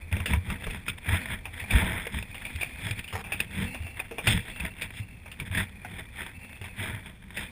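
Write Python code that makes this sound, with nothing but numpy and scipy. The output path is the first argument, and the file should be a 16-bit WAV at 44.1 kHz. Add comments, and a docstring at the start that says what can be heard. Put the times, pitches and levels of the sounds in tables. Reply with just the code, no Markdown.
"""Water laps against a small open boat on a river, heard as through a sealed housing.
Surges shape bubble fizz along the side, stray ticks and noise that drives hull modes; soft thumps swing low.
Drops trickle back as patter and short rings; gear and water knock on the sides over a steady fading rumble.
A 12 kHz sample-and-hold mirrors the sound in the treble."""
import sys
import numpy as np
from scipy import signal
from scipy.fft import rfft, irfft, next_fast_len
from scipy.io import wavfile

SR = 44100
rng = np.random.default_rng(int(sys.argv[2]) if len(sys.argv) > 2 else 0)


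def bounce(signal):
    """Save signal as a 16-bit WAV file at the path given by the first command-line argument."""
    frames = np.transpose(np.atleast_2d(signal))
    limited = np.clip(frames, -1, 1)
    pcm = np.round(limited * 32767).astype(np.int16)
    wavfile.write(sys.argv[1], SR, pcm)


N = 331178

# relative spectrum of water on the side: f/Hz, density/dB
WATER_SPECTRUM = [(150, -47), (250, -4.5), (511, -10.5), (583, -14), (648, -3.5), (701, -12), (938, -4.5),
                  (1160, -13.5), (1840, 1.5), (2370, 1), (2890, -11.5), (3480, -1), (4470, -37.5),
                  (5170, -17), (5900, -52), (7670, -51), (13000, -120)]


def from_db(db):
    """Amplitude gain of a level in dB."""
    return 10 ** (np.asarray(db) / 20)


def rms_one(x):
    """Scale to rms 1."""
    return x / np.sqrt(np.mean(x ** 2) + 1e-20)


def peak_one(x):
    """Scale to peak 1."""
    return x / np.max(np.abs(x))


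def in_time(rows):
    """Interpolate each column after the first (t/s) to every sample."""
    t_s, *columns = np.transpose(rows)
    return [np.interp(np.arange(N) / SR, t_s, column) for column in columns]


def drift(rate_hz):
    """Slow noise: white noise through two equal one-pole low-passes, rms 1."""
    r = np.exp(-2 * np.pi * rate_hz / SR)
    white = rng.standard_normal(N + SR)
    settled = signal.lfilter([1], [1, -2 * r, r * r], white)[SR:]
    return rms_one(settled)


def colour(x, spectrum, size=4096):
    """Minimum-phase filter by the folded cepstrum; white noise keeps its rms."""
    hz, db = np.transpose(spectrum)
    log_bins = np.log(np.fft.rfftfreq(size, 1 / SR) + 1)
    log_gain = np.log(from_db(np.interp(log_bins, np.log(hz), db)))
    cepstrum = irfft(log_gain)
    cepstrum[1:size // 2] *= 2
    cepstrum[size // 2 + 1:] = 0
    pulse = irfft(np.exp(rfft(cepstrum)))
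    unit_pulse = pulse / np.sqrt(np.sum(pulse ** 2))
    return signal.oaconvolve(x, unit_pulse)[:len(x)]


def resonance(x, hz, width_hz):
    """Two-pole resonance, gain about 1 on top."""
    r = np.exp(-np.pi * width_hz / SR)
    zeros = [(1 - r * r) / 2, 0, (r * r - 1) / 2]
    poles = [1, -2 * r * np.cos(2 * np.pi * hz / SR), r * r]
    return signal.lfilter(zeros, poles, x)


def ringing(x, hz, width_hz):
    """The resonance twice, for steep skirts."""
    return resonance(resonance(x, hz, width_hz), hz, width_hz)


def grains(per_s, spread_db, clump_db, clump_rate_hz):
    """Random clicks of uneven size and either sign, in clumps; rms 1."""
    sizes = from_db(spread_db * np.minimum(rng.exponential(1, N), 4))
    signs = rng.choice([-1, 1], N)
    struck = rng.random(N) < per_s / SR
    clumps = from_db(clump_db * np.minimum(drift(clump_rate_hz), 1.6))
    return rms_one(sizes * signs * struck * clumps)


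def surges():
    """Wash level, rumble drive and brightness (dB): powers of surges that build and ebb add to a calm."""
    # crest/s, wash level/dB, build-up/s, ebb/s, rumble drive/dB re wash, brightness/dB per zone
    surge_rows = [(0.125, -45.5, 0.02, 0.19, 8, -0.5), (0.311, -37.5, 0.056, 0.08, 9, -0.5),
                  (0.521, -42.5, 0.11, 0.057, 6.5, -1), (0.761, -47, 0.25, 0.082, 7.5, 0.5),
                  (0.894, -38, 0.034, 0.02, -4.5, 4.5), (1.118, -33, 0.09, 0.12, -1.5, -1),
                  (1.32, -40, .12, 0.072, -2, -0.5), (1.61, -46.5, 0.13, 0.044, -7, 0.5),
                  (1.76, -31, 0.088, 0.19, -0.5, -0.5), (1.92, -38, 0.15, 0.21, 0.5, -1.5),
                  (2.149, -43, 0.06, 0.11, 8, 2), (2.598, -50.5, 0.52, 0.26, -4, 2),
                  (2.897, -38, 0.15, 0.065, -0.5, 1.5), (2.99, -44.5, 0.034, 0.042, 4, 0.5),
                  (3.18, -61.5, 0.11, 0.18, 17, 3), (3.335, -49.5, 0.077, .06, -2, -3.5),
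                  (3.41, -43.5, 0.065, .06, -2.5, 1.5), (3.598, -39.5, 0.12, 0.12, 6.5, 0.5),
                  (3.97, -51, 0.045, 0.15, -10, -2), (4.3, -30, 0.072, 0.11, 3.5, 3),
                  (4.46, -47, .06, 0.13, -5, 0.5), (4.64, -44, 0.075, 0.063, 4, -1.5),
                  (4.83, -47.5, 0.094, 0.065, -1, -0.5), (4.99, -47.5, 0.081, 0.039, -2, 5),
                  (5.42, -50.5, 0.055, 0.035, 11.5, -1), (5.475, -42.5, 0.028, 0.017, -1, 2.5),
                  (5.58, -32.5, 0.069, 0.077, 2, 0), (5.992, -49.5, 0.25, 0.06, 6.5, -0.5),
                  (6.209, -43.5, 0.078, 0.14, -4.5, -1), (6.65, -47, 0.026, 0.037, 1.5, 0.5),
                  (6.81, -40, 0.062, 0.17, -0.5, -0.5), (6.89, -43.5, 0.091, 0.15, 4, -1.5),
                  (7.07, -51, 0.057, 0.067, 5, -1), (7.41, -40, 0.09, 0.094, -2, 1)]
    span_db = 22.5  # fall one build-up before or one ebb after the crest
    build_power, ebb_power = 1.8, 1.85
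    calm_wash_db, calm_rumble_db = -63.5, -54.5
    t = np.arange(0, N, 64) / SR
    crest_s, crest_db, build_s, ebb_s, push_db, tilt_db = np.transpose(surge_rows)[:, :, None]
    before = np.abs((t - crest_s) / build_s) ** build_power
    after = np.abs((t - crest_s) / ebb_s) ** ebb_power
    away = np.where(t < crest_s, before, after)
    power = from_db(2 * np.maximum(crest_db - span_db * away, -200))
    wash_power = power.sum(0) + from_db(2 * calm_wash_db)
    rumble_power = (power * from_db(2 * push_db)).sum(0) + from_db(2 * calm_rumble_db)
    bright_db = (power * tilt_db).sum(0) / wash_power
    rows = [t, 10 * np.log10(wash_power), 10 * np.log10(rumble_power), bright_db]
    return in_time(np.transpose(rows))


def wash(level_db, bright_db):
    """Bubble fizz: zones share some clicks and have flurries of their own; brightness tilts them."""
    # pass-bands: low f/Hz, high f/Hz
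    zones_hz = [(250, 1300), (1300, 2100), (2100, 3000), (3000, 4400), (4400, 6500)]
    shared = grains(4000, spread_db=0.5, clump_db=4.0, clump_rate_hz=108)
    out = 0
    for step, zone_hz in enumerate(zones_hz, start=-2):
        flurries = grains(1200, spread_db=2.5, clump_db=5.5, clump_rate_hz=18.5)
        fizz = (shared + 0.89 * flurries) * from_db(level_db + step * bright_db)
        band = signal.butter(2, zone_hz, "band", fs=SR, output="sos")
        out = signal.sosfilt(band, fizz) - out  # neighbours get opposite signs
    return colour(out, WATER_SPECTRUM)


def rumble(level_db):
    """The push of the water, lumpy noise, drives the panel modes of the hull."""
    # modes: f/Hz, width/Hz, relative level/dB
    modes = [(35, 40.3, -6.5), (91, 32.6, 0.5), (194.3, 40.9, -3), (484, 11.6, -16.5), (921, 29, -22)]
    push = rng.standard_normal(N) * from_db(level_db + 2.0 * drift(7.5))
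    out = np.zeros(N)
    for k, (hz, width_hz, db) in enumerate(modes):
        out += (-1) ** k * from_db(db) * resonance(push, hz, width_hz)
    return from_db(26.5) * out


def thumps():
    """A soft blow swells over about a cycle and leaves the hull swinging."""
    # onset/s, peak/dB, f/Hz
    thump_rows = [(0.031, -33.5, 85), (0.122, -19.5, 84), (0.201, -25, 84), (0.288, -35, 77),
                  (0.323, -18, 69.4), (0.368, -19.5, 86), (0.495, -32, 40.3), (0.668, -28, 38),
                  (1.081, -26, 88), (1.121, -19.5, 86), (1.298, -30, 103), (1.62, -33, 88.5),
                  (1.728, -21, 77), (1.741, -13, 58.7), (1.789, -30, 92), (1.929, -27, 90),
                  (2.14, -28, 64.5), (2.548, -28.5, 83), (2.856, -28.5, 98), (2.908, -28.5, 102.5),
                  (3.136, -28, 91), (3.801, -28.5, 82), (3.841, -33, 90), (4.275, -19, 106.4),
                  (4.299, -23, 95.7), (4.339, -27, 99), (4.6, -32, 64), (4.998, -29, 103),
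                  (5.503, -27.5, 92), (5.561, -37, 88.5), (5.597, -23.5, 91), (6.611, -34, 94),
                  (6.789, -30, 97), (6.871, -34, 106), (6.93, -30, 100)]
    t60_s = 0.14
    out, age_s = np.zeros(N + SR), np.arange(SR // 2) / SR
    signs = rng.choice([-1, 1], len(thump_rows))
    for (onset_s, peak_db, hz), sign in zip(thump_rows, signs):
        envelope = (1 - np.exp(-1.5 * hz * age_s)) * from_db(-60 * age_s / t60_s)
        swing = envelope * np.sin(2 * np.pi * hz * age_s)
        at = round(onset_s * SR)
        out[at:at + len(age_s)] += sign * from_db(peak_db) * peak_one(swing)
    return out[:N]


def ticks(wash_db):
    """Stray droplets strike the side as short noise bursts, harder during a surge."""
    mean_db, follow_share, t60_s = -50, 0.52, 0.028
    hits = grains(45, spread_db=3.5, clump_db=2.0, clump_rate_hz=5.0)
    r = from_db(-60 / (t60_s * SR))
    envelope = signal.lfilter([1], [1, -r], np.abs(hits))
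    bursts = rms_one(envelope * rng.standard_normal(N))
    level_db = mean_db + follow_share * (wash_db - wash_db.mean())
    return colour(bursts * from_db(level_db), WATER_SPECTRUM)


def trickle():
    """Drops fall back: a patter, and short rings whose pitches scatter about a moving centre."""
    # t/s, drive/dB, centre f/Hz of the rings
    drip = [(0, -48.5, 2460), (0.3, -45, 2340), (0.5, -45, 2430), (0.68, -40.5, 2710), (0.9, -50.5, 2340),
            (1.2, -35, 2420), (1.45, -51, 2320), (1.72, -37, 2380), (2.15, -50.5, 2450), (2.65, -36, 2450),
            (3.07, -43.5, 2420), (3.3, -52, 2550), (3.68, -37.5, 2690), (4.22, -51.5, 2700),
            (4.45, -41, 2660), (4.7, -47.5, 2690), (5.05, -45, 2700), (5.4, -52, 2430), (6.05, -46.5, 2400),
            (6.4, -45, 2650), (6.68, -44.5, 2600), (6.9, -43, 2270), (7.2, -58, 2370), (7.51, -41, 2450)]
    # patter spectrum: f/Hz, relative density/dB
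    patter_spectrum = [(150, -33), (250, 3.5), (408, -49), (511, -7), (591, -20), (780, -11), (1400, -28),
                       (2340, -1), (3620, -52), (4130, -19), (5900, -33.5), (7670, -65), (13000, -120)]
    level_db, centre_hz = in_time(drip)
    drops = grains(9000, spread_db=-0.5, clump_db=3.5, clump_rate_hz=25) * from_db(level_db)
    pitches_hz = np.geomspace(1900, 3100, 18)
    dealt = rng.integers(0, 18, N)  # each drop gets one pitch
    rings = np.zeros(N)
    for k, hz in enumerate(pitches_hz):
        nearness = np.exp(-.5 * (np.log(hz / centre_hz) / 0.03) ** 2)
        rings += ringing(drops * (dealt == k) * nearness, hz, width_hz=100)
    return from_db(-9.0) * colour(drops, patter_spectrum) + from_db(25.5) * rings


def knocks():
    """Sharp touch, dying contacts and faint spatter drive a crack, a pitched ring and a hollow low part."""
    # onset/s, crack-and-ring peak/dB, ring f/Hz, t60/s, hollow peak/dB re crack and ring, hollow f/Hz
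    knock_rows = [(0.126, -18.5, 2000, 0.02, -14, 880), (0.166, -26.5, 2150, 0.055, -5.5, 467),
                  (0.201, -27, 2290, 0.061, -6, 950), (0.258, -17, 2630, 0.15, -18, 473),
                  (0.334, -17.5, 2170, 0.086, -6.5, 980), (0.501, -23, 1240, 0.069, -9, 940),
                  (0.667, -32.5, 2300, 0.09, 4, 440), (0.707, -27.5, 2410, 0.031, -18, 810),
                  (0.881, -19.5, 2380, 0.07, -9, 1424), (1.454, -25.5, 2440, 0.093, -7, 760),
                  (1.598, -25.5, 1910, 0.14, -20, 921), (1.639, -42, 2260, 0.07, 8, 800),
                  (1.706, -17, 2270, 0.14, -16, 725), (2.067, -25.5, 2160, 0.04, -2.5, 464),
                  (2.225, -26.5, 2270, 0.03, -18, 921), (2.344, -30.5, 2740, 0.15, -9.5, 790),
                  (2.451, -23, 2280, 0.12, -20, 565), (2.559, -27, 2530, 0.028, -31, 902),
                  (2.61, -20, 2340, 0.19, -17, 710), (2.63, -21, 2200, 0.035, -3, 710),
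                  (2.909, -20.5, 2360, 0.019, -33, 390), (2.991, -25.5, 2530, 0.032, -39, 350),
                  (3.04, -29.5, 2320, 0.093, -29, 657), (3.076, -32, 2850, 0.25, -38, 444),
                  (3.128, -31, 2630, 0.054, -11, 689), (3.152, -31, 1750, 0.065, 7, 770),
                  (3.24, -32, 2330, 0.33, -7.5, 800), (3.32, -17.5, 2320, 0.13, -11.5, 824),
                  (3.402, -10, 2430, 0.04, -59, 1040), (3.745, -27.5, 2410, 0.12, -6, 770),
                  (3.864, -31.5, 2400, 0.16, -8.5, 690), (3.998, -21.5, 2400, 0.063, -10, 755),
                  (4.11, -37, 2500, 0.17, 6, 460), (4.182, -23, 2300, 0.14, -3, 465),
                  (4.270, -11.5, 2624, 0.12, -17, 774), (4.402, -33, 2340, 0.076, -30, 370),
                  (4.598, -23.5, 2410, 0.065, -23, 947), (4.661, -27.5, 2380, 0.052, -22, 408),
                  (4.811, -27, 2230, 0.063, -39, 404), (4.819, -20, 2325, 0.075, -57, 905),
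                  (5.259, -37.5, 2250, 0.091, -2, 880), (5.315, -30.5, 2650, 0.089, -40, 869),
                  (5.399, -21.5, 2280, 0.052, -17, 1210), (5.547, -19, 1740, 0.045, -33, 377),
                  (5.575, -19.5, 1770, 0.14, -35, 991), (5.847, -30, 1500, 0.071, -1.5, 730),
                  (6.28, -38, 1840, 0.044, -17, 980), (6.613, -34.5, 2520, 0.1, -4, 377),
                  (6.64, -31.5, 2260, 0.14, -8, 915), (7.37, -22.5, 1820, 0.075, -14, 360)]
    # crack spectrum: f/Hz, relative density/dB
    crack_spectrum = [(150, -37), (250, -13.5), (989, -21), (1550, -9), (2670, 1), (3090, -14), (3570, -6),
                      (4130, -22), (4970, -15.5), (5900, -33), (7670, -38.5), (13000, -120)]
    out, age_s = np.zeros(N + SR), np.arange(SR // 4) / SR
    contacts = rng.standard_normal((len(knock_rows), len(age_s)))
    touch = 2.7 * np.exp(-age_s / 0.0012)
    spatter = 0.037 * np.exp(-age_s / 0.081)
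    attack = 1 - np.exp(-age_s / 0.0011)
    for (onset_s, peak_db, hz, t60_s, hollow_db, hollow_hz), noise in zip(knock_rows, contacts):
        dying = from_db(-60 * age_s / max(t60_s, .01))
        burst = noise * (dying + touch + spatter) * attack
        crack = colour(burst, crack_spectrum, size=512)
        bright = from_db(20.0) * ringing(burst, hz, width_hz=292) + crack
        hollow = resonance(burst, hollow_hz, width_hz=16)
        hollow += .5 * resonance(burst, 0.96 * hollow_hz, width_hz=390)
        knock = peak_one(bright) + from_db(hollow_db) * peak_one(hollow)
        at = round(onset_s * SR)
        out[at:at + len(age_s)] += from_db(peak_db) * knock
    return out[:N]


def rattle():
    """Gear rattles across the floor: a short, even run of small contacts."""
    # f/Hz, relative density/dB
    rattle_spectrum = [(180, -43), (300, -28), (453, -10), (588, -24), (783, -9), (865, -16), (2200, -15.5),
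                       (4660, -34), (5270, -20.5), (5900, -62), (7670, -91), (13000, -120)]
    start_s, end_s, run_db = 3.124, 3.215, -39.5
    level_db, = in_time([(start_s - .01, -90), (start_s + 0.0017, run_db),
                         (end_s, run_db), (end_s + 0.012, -90)])
    contacts = grains(2900, spread_db=6.0, clump_db=-0.5, clump_rate_hz=27)
    return colour(contacts * from_db(level_db), rattle_spectrum)


def swell():
    """Steady rumble: coloured noise that fades evenly in dB over the whole scene."""
    # f/Hz, relative density/dB
    swell_spectrum = [(8.8, -37), (15, -2), (92, 2), (198, -14), (584, -25.5), (892, -29.5), (1310, -29),
                      (1500, -46), (1950, -25), (3300, -120)]
    middle_db, fade_db = -48, 5
    level_db = middle_db + fade_db * np.linspace(.5, -.5, N)
    return from_db(level_db) * colour(rng.standard_normal(N), swell_spectrum)


def scene():
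    """Sum all sources into one channel."""
    wash_db, rumble_db, bright_db = surges()
    water = wash(wash_db, bright_db) + rumble(rumble_db) + thumps() + ticks(wash_db) + trickle()
    return (water + knocks() + rattle() + swell())[None]


def record(dry):
    """Add hiss; sampling mirrors the sound about the hold rate, holding weights it by a sinc; cut the top."""
    hold_hz, cutoff_hz = 12000, 15250
    hiss_before_filters_db = -67.5
    noisy = dry + from_db(hiss_before_filters_db) * rng.standard_normal(dry.shape)
    low_pass = signal.butter(8, hold_hz / 2, fs=SR, output="sos")
    slow = signal.sosfilt(low_pass, noisy)
    sampled = slow * (1 + 2 * np.cos(2 * np.pi * hold_hz * np.arange(N) / SR))
    size = next_fast_len(N)
    hold_gain = np.sinc(np.fft.rfftfreq(size, 1 / SR) / hold_hz)
    held = irfft(rfft(sampled, size) * hold_gain, size)[:, :N]
    top_cut = signal.ellip(11, .5, 70, cutoff_hz, fs=SR, output="sos")  # 0.5 dB ripple, 70 dB stop
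    return signal.sosfilt(top_cut, held)


dry = scene()
out = record(dry)
bounce(out)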